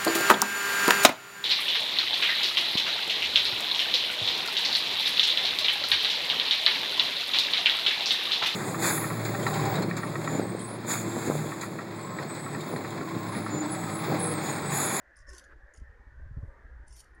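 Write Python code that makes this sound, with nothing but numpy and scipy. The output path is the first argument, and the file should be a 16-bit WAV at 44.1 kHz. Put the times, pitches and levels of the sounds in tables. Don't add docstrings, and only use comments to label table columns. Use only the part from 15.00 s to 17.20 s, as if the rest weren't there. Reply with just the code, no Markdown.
import sys
import numpy as np
from scipy import signal
from scipy.fft import rfft, irfft
from scipy.io import wavfile
from scipy.ndimage import uniform_filter1d

SR = 44100
rng = np.random.default_rng(int(sys.argv[2]) if len(sys.argv) > 2 else 0)


def put_to_file(sound):
    columns = np.atleast_2d(sound).T
    safe = np.clip(columns, -1, 1)
    whole_steps = np.round(safe * 32767)
    wavfile.write(sys.argv[1], SR, whole_steps.astype(np.int16))


N = 97020
T = np.arange(N) / SR
HZ = np.fft.rfftfreq(N, 1 / SR)


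def amp(db):
    return 10 ** (np.asarray(db) / 20)


def unit(x):
    return x / np.sqrt(np.mean(x ** 2) + 1e-20)


def at_hz(points, hz):
    f, value = np.transpose(points)
    return np.interp(np.log(hz + 1), np.log(f + 1), value)


def at_time(points, s=T):
    return np.interp(s, *np.transpose(points))


def add(mix, start_s, sound):
    part = mix[round(start_s * SR):][:len(sound)]
    part += sound[:len(part)]


def noise(spectrum_db):
    return unit(irfft(rfft(rng.standard_normal(N)) * amp(spectrum_db), N))


# frequency_hz, density_db
AIR_SPECTRUM = [(30, 4.5), (150, -14), (330, -0.5), (530, 1), (680, -5.5), (1000, -5), (1500, -5.5),
                (2000, -10.5), (2300, -15), (2800, -29), (5000, -44.5)]
RUSH_SPECTRUM = [(700, -13), (1200, -14), (1450, -2.5), (1650, 1), (1880, 1), (2050, -9), (2300, -20.5),
                 (3000, -54)]
HISS_SPECTRUM = [(2500, 3.5), (4000, -1), (6500, -3), (8500, -10), (13500, -18)]
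# time_s, level_db
AIR_ENVELOPE = [(0, -94), (0.1, -72.5), (0.7, -69), (1.3, -68), (1.52, -64), (1.7, -69), (2.2, -67)]
RUSH_ENVELOPE = [(0.0, -62), (0.26, -63), (0.29, -57.5), (0.32, -61), (0.53, -61.5), (0.55, -71.5),
                 (0.7, -62.5), (0.82, -75.5), (0.84, -67), (1.25, -69), (1.39, -72.5), (1.86, -63.5),
                 (2.0, -75), (2.2, -66.5)]

def room_noise(waver_db=4.5):
    air = amp(at_time(AIR_ENVELOPE) + 1) * noise(at_hz(AIR_SPECTRUM, HZ))
    rush = amp(at_time(RUSH_ENVELOPE) + 1) * noise(at_hz(RUSH_SPECTRUM, HZ))
    hiss = amp(-80.5) * noise(at_hz(HISS_SPECTRUM, HZ))
    hz, _, spectra = signal.stft(air + rush + hiss, SR, nperseg=1024, noverlap=768)
    patches = uniform_filter1d(rng.standard_normal(spectra.shape), size=3, axis=0)
    patches = unit(uniform_filter1d(patches, size=20, axis=1))
    depth_db = waver_db / (1 + (hz[:, None] / 2500) ** 4)
    return signal.istft(spectra * amp(depth_db * patches), SR, nperseg=1024, noverlap=768)[1][:N]


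# frequency_hz, density_db
RUMBLE_SPECTRUM = [(10, -6.5), (25, 0.5), (45, -1.5), (65, 6), (90, -17.5), (125, -12), (180, -54.5),
                   (300, -55), (600, -81)]
# time_s, level_db
RUMBLE_ENVELOPE = [(0, -73.5), (0.14, -66.5), (0.21, -54), (0.33, -53.5), (0.41, -69), (0.53, -52.5),
                   (0.65, -59), (0.71, -78), (0.8, -49), (1.04, -63.5), (1.2, -45.5), (1.42, -43),
                   (1.54, -54.5), (1.66, -54.5), (1.92, -50), (2.03, -60.5), (2.2, -58.5)]

def handling_rumble():
    return amp(at_time(RUMBLE_ENVELOPE) + 1.5) * noise(at_hz(RUMBLE_SPECTRUM, HZ))


# start_s, level_db, pitch_hz
CASE_BUMPS = [(0.194, -45, 43.4), (0.272, -41, 43.6), (0.553, -48.5, 46), (0.631, -45.5, 49),
              (0.776, -42, 49.4), (0.813, -33, 52), (0.89, -43.5, 55.7), (0.994, -43.5, 47.5),
              (1.066, -39.5, 54), (1.192, -35.5, 54), (1.26, -38.5, 78), (1.309, -34, 91),
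              (1.368, -28, 97.5), (1.38, -31.5, 64.6), (1.429, -27.5, 80.5), (1.475, -37, 46.3),
              (1.643, -40, 50.2), (1.792, -39.5, 49), (1.901, -43, 52)]

def handling_bumps(rise_cycles=0.52, scuff_hz=217, scuff_s=0.0063, scuff_db=-25):
    out, t = np.zeros(N), T[:8000]
    band = signal.butter(2, [scuff_hz / 2, scuff_hz * np.sqrt(2)], 'band', fs=SR, output='sos')
    for start_s, level_db, pitch_hz in CASE_BUMPS:
        age = pitch_hz * t / rise_cycles
        thud = (age * np.exp(1 - age)) ** 2 * np.sin(2 * np.pi * pitch_hz * t)
        scuff = unit(signal.sosfilt(band, rng.standard_normal(len(t))))
        scuff *= t / scuff_s * np.exp(1 - t / scuff_s)
        add(out, start_s, amp(level_db) * (thud + amp(scuff_db) * scuff))
    return out


# middle_s, half_length_s, level_db, centre_hz, width_octaves
RUB_SWELLS = [(0.339, 0.029, -60.5, 362, 0.22), (0.519, 0.013, -59, 1420, 0.44),
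              (0.54, 0.057, -66.5, 327, 0.32), (1.267, 0.031, -64.5, 1604, 0.12),
              (1.462, 0.066, -91, 8150, 0.41), (1.494, 0.034, -65, 540, 0.052),
              (1.569, 0.048, -67, 1180, 0.13)]

def finger_rubs():
    out = np.zeros(N)
    for middle_s, half_length_s, level_db, centre_hz, width_octaves in RUB_SWELLS:
        swell = np.exp(-.5 * ((T - middle_s) / half_length_s) ** 2)
        widths_away = np.log2((HZ + 1) / centre_hz) / width_octaves
        out += amp(level_db) * swell * noise(-12 * np.log(1 + widths_away ** 2))
    return out


# frequency_hz, t60_s
ROOM_DECAY = [(1000, 0.19), (3700, 0.49), (7000, 0.22), (13000, 0.25)]

def reverberation(x):
    reflections = rng.standard_normal(SR // 2) * (T[:SR // 2] > .003)
    hz, t, spectra = signal.stft(reflections, SR, nperseg=256)
    decay = amp(-60 * t / at_hz(ROOM_DECAY, hz)[:, None])
    tail = signal.istft(spectra * decay, SR, nperseg=256)[1]
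    return signal.fftconvolve(x, tail / np.linalg.norm(tail))[:N]


def scattered(x, decay_s=0.0045, level_db=5.5):
    t = T[:400]
    echoes = rng.standard_normal(len(t)) * np.exp(-t / decay_s)
    return signal.fftconvolve(x, amp(level_db) * echoes / np.linalg.norm(echoes) + (t == 0))


# frequency_hz, level_db
RIM_SPECTRUM = [(1000, -35), (2200, -10), (3000, 1), (3650, -6.5), (4050, -9), (4600, 3), (7900, -2.5),
                (8600, -7), (9300, -0.5), (11300, -6.5), (12200, -13.5), (13200, -11), (14300, -28)]

def rim_click(treble_db, shelf_hz=11500):
    spectrum = [(hz, db + treble_db / (1 + (shelf_hz / hz) ** 12)) for hz, db in RIM_SPECTRUM]
    log_gain = np.log(amp(at_hz(spectrum, abs(np.fft.fftfreq(2048, 1 / SR)))))
    minimum_phase = np.exp(np.conj(signal.hilbert(log_gain)))
    click = np.fft.ifft(minimum_phase).real[:1024]
    return scattered(click / np.linalg.norm(click))


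def free_vibration(modes, looseness, detune=.003, build_s=0.00061):
    t = T[:9000]
    ring = np.zeros(len(t))
    for hz, energy_db, base_t60_s in modes:
        t60_s = looseness * base_t60_s
        envelope = amp(energy_db - 60 * t / t60_s) / np.sqrt(t60_s)
        cycles = hz * rng.normal(1, detune) * t + rng.random()
        ring += envelope * np.sin(2 * np.pi * cycles)
    ring *= 1 - np.exp(-t / build_s)
    return ring / np.linalg.norm(ring)


# pitch_hz, energy_db, base_t60_s
BODY_MODES = [(4700, -13.5, 0.016), (5350, -5, 0.015), (5020, -6.5, 0.095), (5600, -10, 0.11),
              (6050, -2.5, 0.057), (6240, -6.5, 0.016), (6615, -5.5, 0.044), (6880, -8, 0.047),
              (7430, -3, 0.018), (8080, -8.5, 0.02), (10540, -34, 0.011), (10820, -14.5, 0.059)]
RING_MODES = [(9190, -2.5, 0.084), (9270, 4.5, 0.0091), (9400, -9, 0.018), (9940, -5, 0.01)]
# time_s, ring_time_factor
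GRIP_LOOSENESS = [(0.18, 1.1), (0.32, 0.65), (0.76, 0.63), (1.88, 1.2), (1.96, 0.65), (2.05, 0.45),
                  (2.15, 3)]

def contact(start_s, force, ring_db, rim_db, treble_db, favoured_hz, lift_db, width_octaves=0.075):
    looseness = at_time(GRIP_LOOSENESS, start_s)
    body_modes = [(hz, db + lift_db * np.exp(-(np.log2(hz / favoured_hz) / width_octaves) ** 2), t60_s)
                  for hz, db, t60_s in BODY_MODES]
    body = free_vibration(body_modes, looseness)
    ring = free_vibration(RING_MODES, looseness)
    out = np.zeros(SR // 2)
    for gain_db, response in (-7, body), (ring_db - 9.5, ring), (rim_db - 5, rim_click(treble_db)):
        sound = signal.fftconvolve(force, response)
        add(out, 0, amp(gain_db) * sound * np.linalg.norm(force) / np.linalg.norm(sound))
    return out


def slips(size, slips_per_s=4000, spread_db=1):
    strength = amp(-spread_db * np.minimum(rng.exponential(1, size), 3))
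    sign = rng.choice([-1, 1], size)
    return unit(strength * sign * (rng.random(size) < slips_per_s / SR))


# start_s, end_s, first_db, last_db, ring_db, rim_db, treble_db, favoured_hz, lift_db
COIN_SLIDES = [(0.158, 0.224, -64, -67, -10, -7, -30, 5200, 14),
               (0.266, 0.295, -64.5, -47.5, -18, -16, -2, 5450, 15),
               (0.296, 0.346, -56.5, -55.5, -17, -8, -1, 5300, 12),
               (0.344, 0.392, -60, -57.5, -4, 0.5, -5, 5600, 9),
               (0.759, 0.788, -57.5, -72, -7, -7.5, -22, 6700, 16),
               (1.864, 1.899, -73, -63.5, 3, -4, -18, 6040, 12),
               (1.904, 1.957, -61.5, -57.5, -0.5, -9.5, -4, 5760, 20),
               (1.955, 2.012, -65.5, -59.5, 9, 5.5, 6, 6900, 11),
               (2.017, 2.032, -61, -83, 3, -8, -2, 7100, 10)]

def coin_slides():
    out, t = np.zeros(N), T[:6000]
    for start_s, end_s, first_db, last_db, *timbre in COIN_SLIDES:
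        length_s = end_s - start_s
        envelope = amp(np.interp(t, [0, length_s], [first_db, last_db])) * (t < length_s)
        add(out, start_s, contact(start_s, envelope * slips(len(t)), *timbre))
    return out


# start_s, level_db, ring_db, rim_db, treble_db, favoured_hz, lift_db
COIN_HITS = [(0.1662, -61, 13, -24, -7, 10900, 15), (0.1875, -55, -13, -15, -18, 6450, 13),
             (0.2027, -59, -18, -18, -18, 5300, 24), (0.2915, -49.5, -2, -16, -8, 5500, 8),
             (0.2997, -47.5, -4, -16, 2, 5450, 11), (0.3323, -47.5, -2, -5.5, -3, 7800, 9),
             (0.3423, -61, 2, 3, -16, 5640, 0), (0.347, -48, -1, -27, -26, 7400, 4),
             (0.3617, -53, -26, -14, -10, 6340, 14), (0.3811, -47, 3.5, 3.5, 2, 6450, 30),
             (0.395, -59, -10, 11, -5, 6200, 28), (0.4397, -56.5, -22, -2, -12, 6800, 15),
             (0.4468, -62, 0, -6, -17, 6700, 6), (0.7373, -50.5, -4.5, -16.5, 7, 6880, 20),
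             (0.75, -61, -20, -2, -12, 6800, 26), (0.7724, -54, -1, -6.5, -13, 5200, 5),
             (0.798, -66, -21, 0.5, -10, 7800, 10), (1.8795, -54.5, 6.5, -10, -11, 7700, 20),
             (1.9076, -55, -16, -12, -16, 5340, 16), (1.9259, -52, 2, -8, -5, 6050, 1),
             (1.9637, -51, -2, -2.5, 10, 6800, 9), (1.994, -54, 10, -3, -5, 4700, 7),
             (2.003, -53, -17, 5.5, -13, 5900, 4), (2.0416, -61, -20, -1, 2, 7740, 21),
             (2.1478, -72.5, 12, -12, -33, 10000, 25)]

def coin_hits(chatter_s=0.001, chatter_db=25, equivalent_s=0.0035):
    out, t = np.zeros(N), T[:6000]
    for start_s, level_db, *timbre in COIN_HITS:
        chatter = slips(len(t)) * np.sqrt(t) * np.exp(-t / chatter_s)
        force = (t == 0) + amp(chatter_db) * chatter / np.linalg.norm(chatter)
        force *= amp(level_db) * np.sqrt(equivalent_s * SR) / np.linalg.norm(force)
        add(out, start_s, contact(start_s, force, *timbre))
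    return out


def scene():
    coins = coin_hits() + coin_slides()
    coins_in_room = coins + amp(-12) * reverberation(coins)
    return (coins_in_room + finger_rubs() + handling_rumble() + handling_bumps() + room_noise())[None]


def record(dry):
    low_pass = signal.firwin(511, 14050, window=("kaiser", 9), fs=SR)
    return signal.oaconvolve(dry, low_pass[None], "same")


dry = scene()
out = record(dry)
put_to_file(out)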